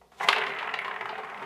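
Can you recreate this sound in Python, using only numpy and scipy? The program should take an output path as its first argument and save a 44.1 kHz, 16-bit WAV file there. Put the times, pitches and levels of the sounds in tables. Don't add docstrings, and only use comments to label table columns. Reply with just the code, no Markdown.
import sys
import numpy as np
from scipy import signal
from scipy.fft import rfft, irfft, next_fast_len
from scipy.io import wavfile
from scipy.ndimage import map_coordinates

SR = 44100
rng = np.random.default_rng(int(sys.argv[2]) if len(sys.argv) > 2 else 0)


def put_to_file(sound):
    columns = np.atleast_2d(sound).T
    safe = np.clip(columns, -1, 1)
    whole_steps = np.round(safe * 32767)
    wavfile.write(sys.argv[1], SR, whole_steps.astype(np.int16))


N = 63945

# f/Hz, level/dB
AIR_SPECTRUM = [(20, -10), (60, 1.5), (100, -23), (180, -3.5), (320, -20), (430, -1.5), (700, -27),
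                (2000, -27.5), (4200, -25), (8000, -31.5), (12000, -33), (15100, -37)]
# f/Hz, level/dB, fade/s (time to drop 60 dB; ringing() limits it)
BOWL_NOTES = [(187.6, -7.5, 0.17), (395.2, 3, 0.53), (432.8, 2, 0.4), (697.6, -1.5, 0.18), (789, -8, 0.061),
              (910, -3, 0.14), (1052, 1, 0.24), (1370, -45, 0.11), (1700, -46, 0.1), (1962, 14, 0.043),
              (2157, 7, 0.079), (2410, 0, 0.21), (2800, 6.5, 0.026), (3370, -42, 0.017)]
# f/Hz, spread/fraction of the pitch
PITCH_SPREAD = [(450, .003), (700, .03)]
# f/Hz, level/dB
WOOD_SPECTRUM = [(60, -49), (130, -16), (210, -7.5), (270, -12.5), (340, -38), (400, -6), (480, -10.5),
                 (560, -11.5), (800, -2.5), (1960, 2), (2860, -4.5), (4600, -23.5), (5600, -30),
                 (7500, -33), (10000, -30.5), (12000, -34.5), (15000, -51)]
# f/Hz, fade/s
WOOD_FADE = [(200, 0.27), (900, 0.11), (2000, 0.064), (4000, 0.058), (10000, 0.037)]
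KNOCK_BANDS = (850, 2050, 4200, 9000)
# t/s, level/dB
FINGER_TAPS = [(0.014, -43), (0.119, -44.5)]
# spot f/Hz, spot level/dB, snap/dB, then level/dB for each of the four bands
TAP_TONE = (691, -1.5, 6, -4, -21.5, -31, -45)
# t/s, level/dB, then the same columns as TAP_TONE
BALL_SKIPS = [(0.21, -20, 1170, -14, -4, -2.5, -8.5, -35, -57),
              (0.287, -4.5, 1078, -4, 25.5, -8, -7, -9.5, -33),
              (0.304, -15.5, 927, 8, 13, -3, -12, -18, -50),
              (0.329, -11, 2340, -39, 25, -7.5, 1.5, -19, -33),
              (0.362, -16, 1020, -11, 2, -8.5, -11, -19, -48),
              (0.383, -21, 2020, -13, 13, -6.5, -1, -16, -30.5),
              (0.416, -17, 1780, -9, -5, -7, -1, -26, -42), (0.438, -20, 1250, -1, 29, -12, 5, -19, -37),
              (0.467, -20.5, 2150, -8, 24, -16, 1, -16, -39),
              (0.496, -25, 2080, -5, 10, -20, -15, -36, -50),
              (0.504, -28.5, 1520, -3, -6, -10, -8, -25, -47), (0.522, -26.5, 2100, 5, 29, 20, 3, -30, -48),
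              (0.538, -26, 2010, -2, 10, -3, -7, -51, -71), (0.564, -25.5, 1830, -18, -10, 3, 5, -17, -50),
              (0.588, -22.5, 1990, -21, -11, -18, -6.5, -22, -43.5),
              (0.61, -25.5, 1210, -16, -1, 1, -2, -21, -53), (0.628, -22, 893, 4, -2, -8, -6, -20, -40.5),
              (0.644, -25.5, 1360, -7, 0, -6, -2, -25, -46), (0.674, -22, 928, -1.5, 10, -2, 2, -31, -41),
              (0.692, -22, 940, -25, 6, -2.5, 3, -23, -45), (0.713, -28.5, 1070, 6, 14, -12, 20, -4, -37),
              (0.74, -16.5, 1848, -1, 15.5, -3, -5, -15, -40),
              (0.79, -18.5, 2150, -4, 34, -17, 2, -30, -38),
              (0.818, -25.5, 1793, -3, -14, -9.5, -4, -37, -36),
              (0.847, -22.5, 1008, 0, -4, -12, -5, -19, -39.5), (0.858, -26.5, 988, 0, 10, 0, -6, -29, -43),
              (0.88, -22.5, 1032, 0, 5, 3.5, 3, -14.5, -30.5),
              (0.912, -22.5, 890, -6, 3, -5.5, -2, -25, -65),
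              (0.942, -28.5, 1875, 7, 23, -7, -4, -21, -32.5),
              (0.963, -23, 1725, -23, 16, -10, -6.5, -34, -53),
              (1.01, -20.5, 905, -13, 9, -2.5, -3.5, -24.5, -42.5),
              (1.057, -21.5, 1030, -4, 22, -0.5, -2, -25, -38.5),
              (1.092, -24.5, 1274, -9, 2, -5, -8.5, -11, -47), (1.128, -26.5, 682, 9, -8, -7, 9, -17, -63),
              (1.155, -26, 718, 2.5, -3, -11, -1, -20, -56),
              (1.18, -33.5, 1850, -11, -13, -15, -5, -21, -34), (1.19, -26, 796, -5, 20, 0, -21, -31, -60),
              (1.234, -27.5, 1060, -1, 3, -1, -5, -25, -40), (1.247, -32.5, 930, -15, 19, -11, 0, -27, -34),
              (1.27, -32, 1230, 5, -9, -5, -2, -24, -49), (1.291, -30.5, 1090, 2.5, 5, -6, -1, -34, -48),
              (1.299, -31.5, 1490, -9, -6, -5, -4, -22, -36),
              (1.318, -29.5, 1290, -1, -14, -2, -6, -46, -52),
              (1.345, -31.5, 2010, -7, 13, -11, 14, -15, -28), (1.362, -39, 1950, 6, 12, -20, 10, -33, -47),
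              (1.376, -36, 2080, -4, 12, -12, -1, -16, -30), (1.395, -36, 1270, -8, 5, -7, 7, -13, -35),
              (1.425, -31.5, 1380, -5, 11, -6, 0, -16, -32.5)]
# f/Hz, fade/s
ROOM_FADE = [(200, 0.76), (2000, 0.46), (10000, 0.14)]
# t/s, level/dB, brightness (0.83 dB of treble per step), hollow boom/dB
ROLL_PATH = [(.117, -52, -2, -6), (.13, -49, -25, -24), (.18, -51.5, -3, 7), (.2, -40, 0, 1),
             (.208, -32, -8, 15.5), (.235, -33, -2, 5.5), (.28, -29.5, 5, 7.5), (.38, -36.5, -8, 5.5),
             (.45, -35, -2, 5), (.6, -34.5, -11, -0.5), (.73, -39.5, -27, 9), (.84, -43, -4, 2.5),
             (1, -36, -28, -1), (1.11, -36, -21, -11), (1.19, -37.5, -23, 17.5), (1.26, -43, 3, -17),
             (1.36, -40, -33, 3.5), (1.45, -34.5, -4, 3.5)]
# t/s, level/dB
SLEEVE_LEVELS = [(.117, -68), (.18, -64), (.21, -50.5), (.24, -45.5), (.27, -52), (.3, -49.5), (.4, -62),
                 (.7, -67.5), (1.45, -68.5)]
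# f/Hz, level/dB
CLOTH_SPECTRUM = [(1760, -12), (3000, -5.5), (3650, -3), (4550, -9.5), (7060, -11), (15000, -26)]


def amp(db):
    return 10 ** (np.asarray(db) / 20)


def unit(x):
    return x / np.sqrt(np.mean(x ** 2) + 1e-20)


def along(points, hz):
    freqs, values = np.transpose(points)
    return np.interp(np.log(hz + 1), np.log(freqs + 1), values)


def curves(rows):
    times, *columns = np.transpose(rows)
    return [np.interp(np.arange(N) / SR, times, c, left=c[0] - 40) for c in columns]


def wobble(rate):
    points = rng.standard_normal(int(N * rate / SR) + 4)
    return map_coordinates(points, [np.arange(N) * rate / SR])


def filtered(x, gain):
    size = next_fast_len(x.shape[-1] + 8192)
    return irfft(rfft(x, size) * gain(np.fft.rfftfreq(size, 1 / SR)), size)[..., :x.shape[-1]]


def fading_noise(spectrum_db, fades, size):
    hz, t, bands = signal.stft(rng.standard_normal(size), SR, nperseg=128)
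    bands = bands * amp(-60 * t / along(fades, hz)[:, None])
    burst = signal.istft(bands, SR, nperseg=128)[1][:size]
    soft_start = np.clip(np.arange(size) / (.0008 * SR), 0, 1) ** 2
    burst = filtered(burst, lambda f: amp(spectrum_db(f))) * soft_start
    return burst / np.linalg.norm(burst)


def roaming(x, new_ring, step_s):
    hop = round(step_s * SR)
    out, fade = np.zeros(N + 2 * SR), np.hanning(2 * hop + 1)[:-1]
    padded = np.pad(x, (hop, 2 * hop))
    for start in range(0, N + hop, hop):
        piece = signal.fftconvolve(padded[start:start + 2 * hop] * fade, new_ring())
        out[start:start + len(piece)] += piece
    return out[hop:hop + N]


def air():
    hiss = filtered(rng.standard_normal(N), lambda f: amp(along(AIR_SPECTRUM, f)))
    return amp(-63.5 + wobble(10.8)) * unit(hiss)


def ringing(t, tone_db, scatter_db):
    hz, db, fade_s = np.transpose(BOWL_NOTES)[:, :, None]
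    level_luck, pitch_luck = rng.standard_normal((2, *hz.shape))
    db = db + tone_db(hz) + scatter_db * level_luck - 60 * t / np.clip(fade_s, .02, .3)
    hz = hz * (1 + along(PITCH_SPREAD, hz) * pitch_luck)
    ring = (amp(db) * np.sin(2 * np.pi * hz * t)).sum(0)
    return ring / np.linalg.norm(ring)


def knock(spot_hz, spot_db, snap_db, *band_db):
    spot_fade_s, tick_fade_s, rise_s, snap_s, blow_cycles = .036, .056, .0012, .023, 1.3
    t = np.arange(SR // 4) / SR
    band_boosts = [(hz, db - along(WOOD_SPECTRUM, hz)) for hz, db in zip(KNOCK_BANDS, band_db)]
    bass_loss = [(250, -16.5), (600, 0)]
    tone_db = lambda f: along(band_boosts, f) + along(bass_loss, f)
    notes = ringing(t, tone_db, scatter_db=5.5)
    spot = amp(-60 * t / spot_fade_s) * np.sin(2 * np.pi * spot_hz * t)
    blur = fading_noise(lambda f: along(WOOD_SPECTRUM, f) + tone_db(f), WOOD_FADE, len(t))
    hit = amp(-3.5) * notes + amp(spot_db) * spot / np.linalg.norm(spot) + amp(.5) * blur
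    hit *= 1 - np.exp(-t / rise_s)
    hit *= amp(snap_db * np.exp(-t / snap_s))
    tick = filtered(blur, lambda f: f > 4500) * amp(-8 - 60 * t / tick_fade_s)
    hit += tick * amp(snap_db)
    swell = np.sin(np.pi * np.clip(t * spot_hz / blow_cycles, 0, 1)) ** 2
    blow = swell * np.cos(2 * np.pi * (spot_hz * t - blow_cycles / 2))
    hit += amp(-9) * np.linalg.norm(hit) * blow / np.linalg.norm(blow)
    return hit / (3 * np.sqrt(np.mean(hit[:SR // 100] ** 2)))


def taps_and_skips():
    taps = [(time_s, db, *TAP_TONE) for time_s, db in FINGER_TAPS]
    out = np.zeros(N + SR)
    for time_s, db, *tone in [*BALL_SKIPS, *taps]:
        hit = knock(*tone)
        start = round((time_s - .001) * SR)
        out[start:start + len(hit)] += amp(db) * hit
    bass_cut = signal.butter(3, 370, "high", fs=SR, output="sos")
    return signal.sosfilt(bass_cut, out[:N])


def bowl_sound(shaking):
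    lowest_hz, dip_hz, width_hz, depth = 108, 325, 90, .7
    sound = filtered(shaking, lambda f: 1 / np.sqrt(1 + (lowest_hz / (f + 1)) ** 8))
    dip = lambda f: 1j * f * width_hz / (dip_hz ** 2 - f * f + 1j * f * width_hz)
    return filtered(sound, lambda f: 1 - depth * dip(f))


def room_echo(sound):
    new_echo = lambda: np.pad(fading_noise(np.zeros_like, ROOM_FADE, SR // 2), (300, 0))
    return amp(-6.5) * roaming(sound, new_echo, step_s=.12)


def track_ring():
    t = np.arange(SR // 4) / SR
    notes = ringing(t, lambda f: along([(1750, 0), (3500, -8)], f), scatter_db=4)
    return amp(-5) * notes + fading_noise(lambda f: along(WOOD_SPECTRUM, f), WOOD_FADE, len(t))


def rolling():
    jolts_per_s, jolt_range_db, scrape = 200, 14, .24
    treble_hz, hollow_hz, hollow_width_hz = 1500, 750, 230
    level_db, brightness, boom_db = curves(ROLL_PATH)
    chance, strength = rng.random((2, N))
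    jolts = (chance < jolts_per_s / SR) * amp(jolt_range_db * strength)
    jolts *= np.sign(rng.standard_normal(N))
    force = unit(jolts) + scrape * rng.standard_normal(N)
    ring = unit(roaming(force, track_ring, step_s=.03))
    low = filtered(ring, lambda f: 1 / (1 + (f / treble_hz) ** 4))
    roll = unit(low + amp(.83 * brightness) * (ring - low))
    hollow = filtered(roll, lambda f: np.exp(-((f - hollow_hz) / hollow_width_hz) ** 2))
    grit_spectrum = [(2500, -40), (5000, 0), (15200, -12)]
    click = fading_noise(lambda f: along(grit_spectrum, f), [(5000, .012)], SR // 20)
    grit = signal.fftconvolve(force, click)[:N]
    return amp(level_db - 7) * (roll + (amp(boom_db) - 1) * hollow + amp(-30) * unit(grit))


def sleeve():
    level_db, = curves(SLEEVE_LEVELS)
    hiss = filtered(rng.standard_normal(N), lambda f: amp(along([(1000, -30), *CLOTH_SPECTRUM], f)))
    flutter_db = 1.5 * wobble(70)
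    return amp(level_db + flutter_db) * unit(hiss)


def scene():
    bowl = bowl_sound(taps_and_skips() + rolling())
    return (bowl + room_echo(bowl) + sleeve() + air())[None]


def record(dry):
    bass_hz, top_hz = 70, 15200
    return filtered(dry, lambda f: (f < top_hz) / np.sqrt(1 + (bass_hz / (f + 1)) ** 4))


dry = scene()
out = record(dry)
put_to_file(out)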